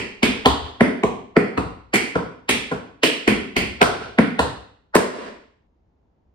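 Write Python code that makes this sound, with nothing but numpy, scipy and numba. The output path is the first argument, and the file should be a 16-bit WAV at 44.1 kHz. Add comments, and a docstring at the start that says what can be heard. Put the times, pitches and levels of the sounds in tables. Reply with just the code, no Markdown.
"""Tap shoes on a raised board

Toe taps, ball drops and heel drops ring a wooden board and the shoes' metal plates; the floor booms below.
The room is bare and lively, heard through the two mics of a phone on the floor in front.
A last flat stamp drives the phone's limiter down, and the room's tail swells as it lets go."""
import sys
import numpy as np
from scipy import signal
from scipy.fft import rfft, irfft
from scipy.io import wavfile
from scipy.ndimage import uniform_filter1d
from numba import njit

SR = 44100
rng = np.random.default_rng(int(sys.argv[2]) if len(sys.argv) > 2 else 0)


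def unload_wav(signal):
    """Save mono or channel-first audio to the path in sys.argv[1] as 16-bit WAV at rate SR, clipped to [-1, 1]."""
    wavfile.write(
        sys.argv[1],
        SR,
        np.round(np.clip(np.atleast_2d(signal).T, -1, 1) * 32767).astype(np.int16),
    )


N = 279594

# toe taps: start_s, strength_db, boom_db, tilt_db_per_octave, thump_hz, clack_hz
TOE_TAPS = [(0.2301, -24.5, -11.5, -0.93, 290, 2540), (1.9382, -24, -26.5, -0.07, 258, 2310),
            (2.4917, -25.5, -19, 0.57, 300, 2800), (3.0338, -23, -35.5, -0.1, 348.4, 3100),
            (3.2768, -24.5, -11.5, -2.24, 240, 2560), (3.5655, -27, -7, -0.28, 280, 2600)]
# ball drops: start_s, strength_db, boom_db, tilt_db_per_octave, thump_hz, knock_hz, clack_hz, hollowness
BALL_DROPS = [(0.458, -19.5, -6, 0.5, 313, 900, 3430, 2.23),
              (1.0348, -31.5, -12, -0.7, 299, 1270, 2210, 1.25),
              (1.5759, -33.5, -0.5, -0.1, 255, 1150, 2670, .8),
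              (2.1553, -34, -8.5, -.9, 290, 950, 1750, 0.93), (2.7153, -37.5, -8.5, 0.1, 290, 960, 1728, 1),
              (3.8155, -16.5, -15, 0.1, 335, 650, 4735, 0.78),
              (4.3918, -27.5, -5.5, 1, 330, 880, 3630, 0.77)]
# heel drops: start_s, strength_db
HEEL_DROPS = [(0.8086, -25.5), (1.3668, -26.5), (4.1868, -25.5)]
# the closing stamp: start_s, strength_db
STAMP = (4.951, -8.5)
# a plate slaps down again just after a strike: start_s, level_db (against the first contact)
SLAPS = [(1.5819, -2.5), (1.9572, 5.5), (2.162, -4), (2.51, -4), (2.7226, 3.5), (3.285, -8), (3.828, 1),
         (4.962, 9)]
# modes of the board on its floor: pitch_hz, level_db, base_t60_s
BOARD_MODES = [(61.3, -14.5, 0.79), (76.2, -10.5, 0.46), (107, -14.5, 0.74), (136.3, -4.5, 0.13),
               (179, -3.5, 0.15), (252, -1, 0.074), (298, -7, 0.061), (422, 2, .085), (490, -1.5, 0.09),
               (534, -1.5, .07), (658, -1, 0.094), (781, 4, 0.034), (998, 2, 0.072), (1103, -0.5, 0.053),
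               (1378, 6, 0.045)]
# modes of the metal plate on the sole: pitch_hz, level_db, base_t60_s
PLATE_MODES = [(1840, 4.5, 0.029), (2207, 8, 0.027), (2505, -11.5, 0.2), (2530, 0.5, 0.052),
               (2760, -3, 0.014), (3010, 2, 0.033), (3580, -8, 0.043), (3652, -28, .05), (4013, -8, 0.021),
               (4570, -9.5, 0.13), (4542, -26, 0.046), (8454, -33, .06), (9560, -8.5, 0.077)]
# tone of the crack as heard, with a narrow dip near 11.6 kHz: frequency_hz, level_db
CRACK_EQ = [(50, -5.5), (250, 3), (600, 0), (1100, -6), (1500, 2), (2500, -2.5), (3900, -3), (5100, -6),
            (6400, -7.5), (8700, -7.5), (10200, -13), (11600, -25.5), (14000, -13), (16000, -25)]
# the five registers, boom, thump, knock, clack and tick: low_hz, high_hz
REGISTERS = [(45, 105), (105, 560), (560, 1500), (1500, 4200), (4200, 15500)]
# what each part of the shoe excites, against the blow's strength: thump_db, knock_db, clack_db, tick_db
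TOE_VOICE = (3, -3, 5, -5)
BALL_VOICE = (9, 7, -1, -13.5)
HEEL_VOICE = (13.5, 3.5, 2.23, -16.5)
STAMP_VOICE = (7.5, 5, -2, -8.5)
# the regions that heel and flat sole favour: thump_hz, knock_hz, clack_hz
HEEL_FOCUS = (270, 616, 1830)
STAMP_FOCUS = (352, 700, 3460)
# half-widths of the favoured regions: thump_octaves, knock_octaves, clack_octaves
FOCUS_WIDTHS = (.58, .3, .36)
# the room's decay: frequency_hz, t60_s
ROOM_DECAY = [(60, .6), (150, 0.51), (400, 0.54), (1000, 0.53), (3000, 0.6), (5000, .54), (9000, 0.39),
              (15000, 0.2)]
# how alike left and right are: frequency_hz, likeness (0-1)
STEREO_LIKENESS = [(60, 0.95), (130, 0.86), (290, 0.7), (700, 0), (3000, 0), (7000, 0.5), (14000, 1)]
# tone of the still room: frequency_hz, relative_db
ROOM_TONE_EQ = [(15, -49), (25, -13.5), (38, -15.5), (64, -4.5), (103, -16), (252, -18.5), (488, -23.5),
                (536, -26), (900, -27), (1250, -37.5), (7000, -58.5), (9100, -93.5), (15400, -120)]

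RING, TAIL, LEAD = 2 ** 14, 2 ** 15, 1024  # samples: a strike, its reverb, the run-up to its landing
TOP_HZ = 16000


def toe_tap(row):
    """The loose toe plate is flicked against the board: bright and rattling."""
    start, strength_db, boom_db, tilt_db, thump_hz, clack_hz = row
    levels = register_levels(TOE_VOICE, strength_db, boom_db, tilt_db)
    return strike(start, levels, focus_hz=(thump_hz, 1100, clack_hz), focus_db=(4.5, 1, 5),
                  board_ring=.38, plate_ring=.89, dull_db=.5, travel_s=.0012,
                  crack_db=-3.15, crack_s=.00041, chatter_db=-6, chatter_s=.006, lead_in_db=-9,
                  boom_room_db=12, low_room_db=2, high_room_db=5, pan_db=-2.5)


def ball_drop(row, usual_db=-31.5):
    """The ball of the foot lands with weight and lets the board ring: a hollow knock, brighter if hard."""
    start, strength_db, boom_db, tilt_db, thump_hz, knock_hz, clack_hz, hollow = row
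    harder_db = strength_db - usual_db
    levels = register_levels(BALL_VOICE, strength_db, boom_db, tilt_db + .11 * harder_db)
    focus_db = hollow * np.array([4.5, 5, 4.5])
    return strike(start, levels, focus_hz=(thump_hz, knock_hz, clack_hz), focus_db=focus_db,
                  board_ring=1.1, plate_ring=.47, dull_db=4.5 - .3 * harder_db, travel_s=.0008,
                  crack_db=-5.5, crack_s=.00057, chatter_db=0, chatter_s=.0014, lead_in_db=-11.5,
                  boom_room_db=4, low_room_db=-2, high_room_db=-5, pan_db=-1.15)


def heel_drop(row):
    """The heel comes down hard and stays, damping the board: a short, deep thud."""
    start, strength_db = row
    levels = register_levels(HEEL_VOICE, strength_db, boom_db=-13)
    return strike(start, levels, focus_hz=HEEL_FOCUS, focus_db=(4, 3.5, 12),
                  board_ring=.48, plate_ring=.1708, dull_db=2.6, travel_s=.00011,
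                  crack_db=-14, crack_s=.0012, chatter_db=-18.5, chatter_s=.0016, lead_in_db=-6,
                  boom_room_db=-12, low_room_db=-2, high_room_db=1.8, pan_db=-2.5)


def stamp(row):
    """The whole sole slams down with a big crack."""
    start, strength_db = row
    levels = register_levels(STAMP_VOICE, strength_db, boom_db=-19.5)
    return strike(start, levels, focus_hz=STAMP_FOCUS, focus_db=(5, 2, 4),
                  board_ring=.45, plate_ring=.7, dull_db=.5, travel_s=.0027,
                  crack_db=-1.3, crack_s=.0017, chatter_db=-4.5, chatter_s=.004, lead_in_db=-20,
                  boom_room_db=0, low_room_db=-1, high_room_db=1.5, pan_db=-1.5)


def strike(start, levels, focus_hz, focus_db, board_ring, plate_ring, dull_db, travel_s,
           crack_db, crack_s, chatter_db, chatter_s, lead_in_db,
           boom_room_db, low_room_db, high_room_db, pan_db):
    """One blow: board and plate ring, the contact cracks, the room answers from that spot."""
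    t, hz = np.arange(RING) / SR, np.maximum(bins(RING), 1)
    burst = rng.standard_normal(RING) * np.exp(-t / crack_s)
    crack = eq(burst, curve(CRACK_EQ, hz) - smooth_spectrum(burst)[::2])  # grainy, yet even in tone
    swing = 1 - np.exp(-t / .0012)  # the board takes a moment to reach its full swing
    ringing = swing * ring(BOARD_MODES, board_ring) + ring(PLATE_MODES, plate_ring)
    body = normalise(ringing) + undb(crack_db) * normalise(crack)
    rattle = signal.fftconvolve(body, chatter(start, chatter_s, chatter_db))[:RING]
    body = body + band(rattle, 1400, TOP_HZ)  # the heavy board does not follow the plate's chatter
    # the part of the shoe that lands favours two regions of the board's modes and one of the plate's
    focus = sum(db * np.exp(-(np.log2(hz / centre) / width) ** 2)
                for db, centre, width in zip(focus_db, focus_hz, FOCUS_WIDTHS))
    softness = dull_db * np.log2(np.maximum(hz / 2500, 1))  # a soft landing loses treble by the octave
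    body = balance(eq(body, focus - softness), levels)
    # reverb against direct sound
    room_db = curve([(70, boom_room_db), (220, low_room_db), (450, low_room_db),
                     (1100, 1), (2300, high_room_db), (5000, 5.5)], bins(TAIL))
    direct = mic_pair(np.pad(body, (LEAD, TAIL - RING - LEAD)))
    reverb = eq(room_response(), smooth_spectrum(body) + room_db)
    reverb = np.pad(reverb, ((0, 0), (LEAD, 0)))[:, :TAIL]
    heard = bending_waves(direct + reverb, travel_s) + lead_in(body, lead_in_db)
    # left minus right: the boom leans left
    lean_db = curve([(80, 6), (160, .5), (500, .5), (1100, pan_db), (3500, pan_db), (8000, .5)],
                    bins(TAIL))
    share_db = -10 * np.log10(1 + undb(2 * room_db))  # direct sound and room share the blow's energy
    return np.array([eq(mic, share_db + side * lean_db / 2) for mic, side in zip(heard, (1, -1))])


def ring(modes, decay_stretch, spread_db=1.45):
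    """Decaying modes; every spot on the board and the sole weights and detunes them a little."""
    hz, db, t60 = np.transpose(modes)[:, :, None]
    weight, detune = rng.standard_normal((2, len(modes), 1))
    t = np.arange(RING) / SR
    polarity = (-1) ** np.arange(len(modes))[:, None]
    decay = np.exp(-np.log(1000) * t / (t60 * decay_stretch))
    tones = np.sin(2 * np.pi * hz * (1 + .013 * detune) * t)
    return np.sum(polarity * undb(db + spread_db * weight) * decay * tones, axis=0)


def chatter(start, chatter_s, chatter_db):
    """Force after the first touch: a brief rattle as the plate settles, and any second slap."""
    t = np.arange(RING) / SR
    grains = rng.standard_normal(RING) ** 3 * np.exp(-t / chatter_s)
    force = undb(chatter_db) * grains / np.sqrt(np.sum(grains ** 2))
    for slap_s, db in SLAPS:
        if 0 < slap_s - start < .1:
            force[int((slap_s - start) * SR)] += undb(db)
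    return force


def lead_in(body, lead_in_db, rise_s=.003):
    """A faint noise swells for an instant before each strike."""
    t = (np.arange(RING) - LEAD) / SR
    swell = rng.standard_normal(RING) * np.exp(-np.abs(t) / rise_s) * (t < 0)
    swell = np.pad(swell / np.sqrt(np.sum(swell ** 2)), (0, TAIL - RING))
    return undb(lead_in_db) * band(eq(swell, smooth_spectrum(body)), 530, 6000)


def bending_waves(x, travel_s, reference_hz=1000):
    """Bending waves in the board run slower at low pitch, so the thump trails the click."""
    size = x.shape[-1]
    lag_cycles = 2 * travel_s * np.sqrt(bins(size) * reference_hz)  # travel_s holds at reference_hz
    return irfft(rfft(x) * np.exp(-2j * np.pi * lag_cycles), size)


def register_levels(voice, strength_db, boom_db, tilt_db=0, pivot_hz=1510):
    """Levels from boom to tick: the shoe part's voice, raised by strength and tilted per octave."""
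    octaves = np.log2(np.sqrt(np.prod(REGISTERS[1:], axis=1)) / pivot_hz)
    return strength_db + np.append(boom_db, np.array(voice) + tilt_db * octaves)


def balance(x, levels):
    """Shape a blow smoothly until each register carries its level."""
    hz, centres = bins(RING), np.sqrt(np.prod(REGISTERS, axis=1))
    power = 2 * np.abs(rfft(x)) ** 2 / RING / (SR / 10)
    gain_db = np.zeros(len(REGISTERS))
    for _ in REGISTERS:
        shaped = power * undb(2 * curve(list(zip(centres, gain_db)), hz))
        register_power = [shaped[(hz >= lo) & (hz < hi)].sum() for lo, hi in REGISTERS]
        gain_db = gain_db + levels - 10 * np.log10(register_power)
    return eq(x, curve(list(zip(centres, gain_db)), hz))


def mic_pair(x, wander_s=.0002):
    """Direct sound at the two mics; the lag between them scatters as the feet move about."""
    lag_s = wander_s * rng.standard_normal() * np.array([[-.5], [.5]])
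    return irfft(rfft(x) * np.exp(-2j * np.pi * bins(len(x)) * lag_s), len(x))


def room_response(build_s=.0018, early_db=4, early_s=.014):
    """The room's answer at unit gain: a few strong early reflections melt into a tail."""
    t, spectrum, tail = np.arange(TAIL) / SR, stereo_noise(TAIL), 0
    for k, (_, t60) in enumerate(ROOM_DECAY):
        crossover = curve([(hz, j == k) for j, (hz, _) in enumerate(ROOM_DECAY)], bins(TAIL))
        tail = tail + irfft(spectrum * crossover, TAIL) * np.exp(-np.log(1000) * t / t60)
    reflections = undb(early_db * np.exp(-t / early_s) * rng.standard_normal(TAIL))
    reflections /= np.sqrt(uniform_filter1d(reflections ** 2, size=256))
    build_up = 1 - np.exp(-(t / build_s) ** 2)
    tail = tail * reflections * build_up
    tone_db = (smooth_spectrum(tail[0], blur=.64) + smooth_spectrum(tail[1], blur=.31)) / 2
    return eq(tail, -tone_db)


def room_tone(level_db=-64):
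    """The low rumble of a quiet house."""
    rumble = irfft(stereo_noise(N) * undb(curve(ROOM_TONE_EQ, bins(N))), N)
    return undb(level_db) * rumble / np.std(rumble.mean(axis=0))


def stereo_noise(size):
    """Spectrum of stereo noise: wide in the middle, nearly mono in the bass and top treble."""
    mid, side = rfft(rng.standard_normal((2, size)))
    alike = np.clip(curve(STEREO_LIKENESS, bins(size)), 0, .99)
    return mid * np.sqrt(1 + alike) + side * np.sqrt(1 - alike) * np.array([[1], [-1]])


def smooth_spectrum(x, blur=.1):
    """Spectrum in dB with its narrow dips filled in, as when a blow is heard from all directions."""
    power = np.abs(rfft(x, TAIL)) ** 2
    k = np.arange(len(power))
    lo = np.maximum(k * (1 - blur) - 6, 0).astype(int)
    hi = np.minimum(k * (1 + blur) + 6, len(k)).astype(int)
    power_above = np.append(np.cumsum(power[::-1])[::-1], 0)
    return 10 * np.log10(np.maximum((power_above[lo] - power_above[hi]) / (hi - lo), 1e-12))


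def eq(x, db):
    """Minimum-phase EQ with the given gain at each frequency."""
    size = x.shape[-1]
    cepstrum = irfft(np.log(undb(db)), size)
    cepstrum[1:size // 2] *= 2
    cepstrum[size // 2 + 1:] = 0
    return irfft(rfft(x) * np.exp(rfft(cepstrum)), size)


def band(x, lo_hz, hi_hz):
    """Band-pass."""
    return signal.sosfilt(signal.butter(4, [lo_hz, hi_hz], "band", fs=SR, output="sos"), x + 1e-18)


def curve(points, hz):
    """Read (frequency_hz, value) breakpoints on a log-frequency axis."""
    point_hz, value = np.transpose(points)
    return np.interp(np.log(np.maximum(hz, 1)), np.log(np.maximum(point_hz, 1)), value)


def bins(size):
    """Frequencies of a spectrum of this many samples."""
    return np.arange(size // 2 + 1) * SR / size


def normalise(x):
    """Scale a burst so that its energy, spread over a tenth of a second, has rms 1."""
    return x / np.sqrt(np.mean(np.sum(x ** 2, axis=-1)) / (SR / 10))


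def undb(db):
    """Decibels to gain."""
    return 10 ** (np.asarray(db) / 20)


def place(out, start, sound):
    """Lay a strike into the mix so that it lands at the given time."""
    i = int(start * SR) - LEAD
    piece = sound[:, max(-i, 0):N - i]
    out[:, max(i, 0):max(i, 0) + piece.shape[1]] += piece


def scene(edge_lead_s=.011, edge_db=-19, mic_lag_s=.000225):
    """The whole dance over the room tone, with the right mic a touch behind the left."""
    out = np.zeros((2, N))
    place(out, -.1, toe_tap(TOE_TAPS[0]))  # a toe tap is still ringing at the start
    steps = (toe_tap, TOE_TAPS), (ball_drop, BALL_DROPS), (heel_drop, HEEL_DROPS), (stamp, [STAMP])
    for step, cues in steps:
        for row in cues:
            place(out, row[0], step(row))
    # the edge of the stamping sole touches just before the rest
    place(out, STAMP[0] - edge_lead_s, undb(edge_db) * band(stamp(STAMP), 870, 2000))
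    lag = int(round(mic_lag_s * SR))
    out[1] = np.pad(out[1], (lag, 0))[:N]
    return out + room_tone()


@njit
def limiter_cut(over_db, hold_samples, release_db_per_sample):
    """Gain reduction in dB: grabs any excess at once, holds, then lets go steadily."""
    cut_db, now_db, wait = np.zeros(len(over_db)), 0., 0.
    for i in range(len(over_db)):
        wait -= 1
        if over_db[i] > now_db:
            now_db, wait = over_db[i], hold_samples
        elif wait < 0:
            now_db = max(now_db - release_db_per_sample, 0.)
        cut_db[i] = now_db
    return cut_db


def record(dry, ceiling_db=-3, hold_s=.17, release_db_per_s=95):
    """The phone's limiter looks ahead and holds; remaining peaks are rounded and the top is cut."""
    power = uniform_filter1d(np.max(dry ** 2, axis=0), size=128)
    over_db = 10 * np.log10(np.maximum(power, 1e-12)) - ceiling_db
    cut_db = limiter_cut(over_db, float(hold_s * SR), float(release_db_per_s / SR))
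    limited = dry * undb(-uniform_filter1d(cut_db, size=256))
    rounded = limited / (1 + (limited / .95) ** 8) ** (1 / 8)
    return signal.sosfilt(signal.ellip(8, .2, 70, TOP_HZ, fs=SR, output="sos"), rounded)


dry = scene()
out = record(dry)
unload_wav(out)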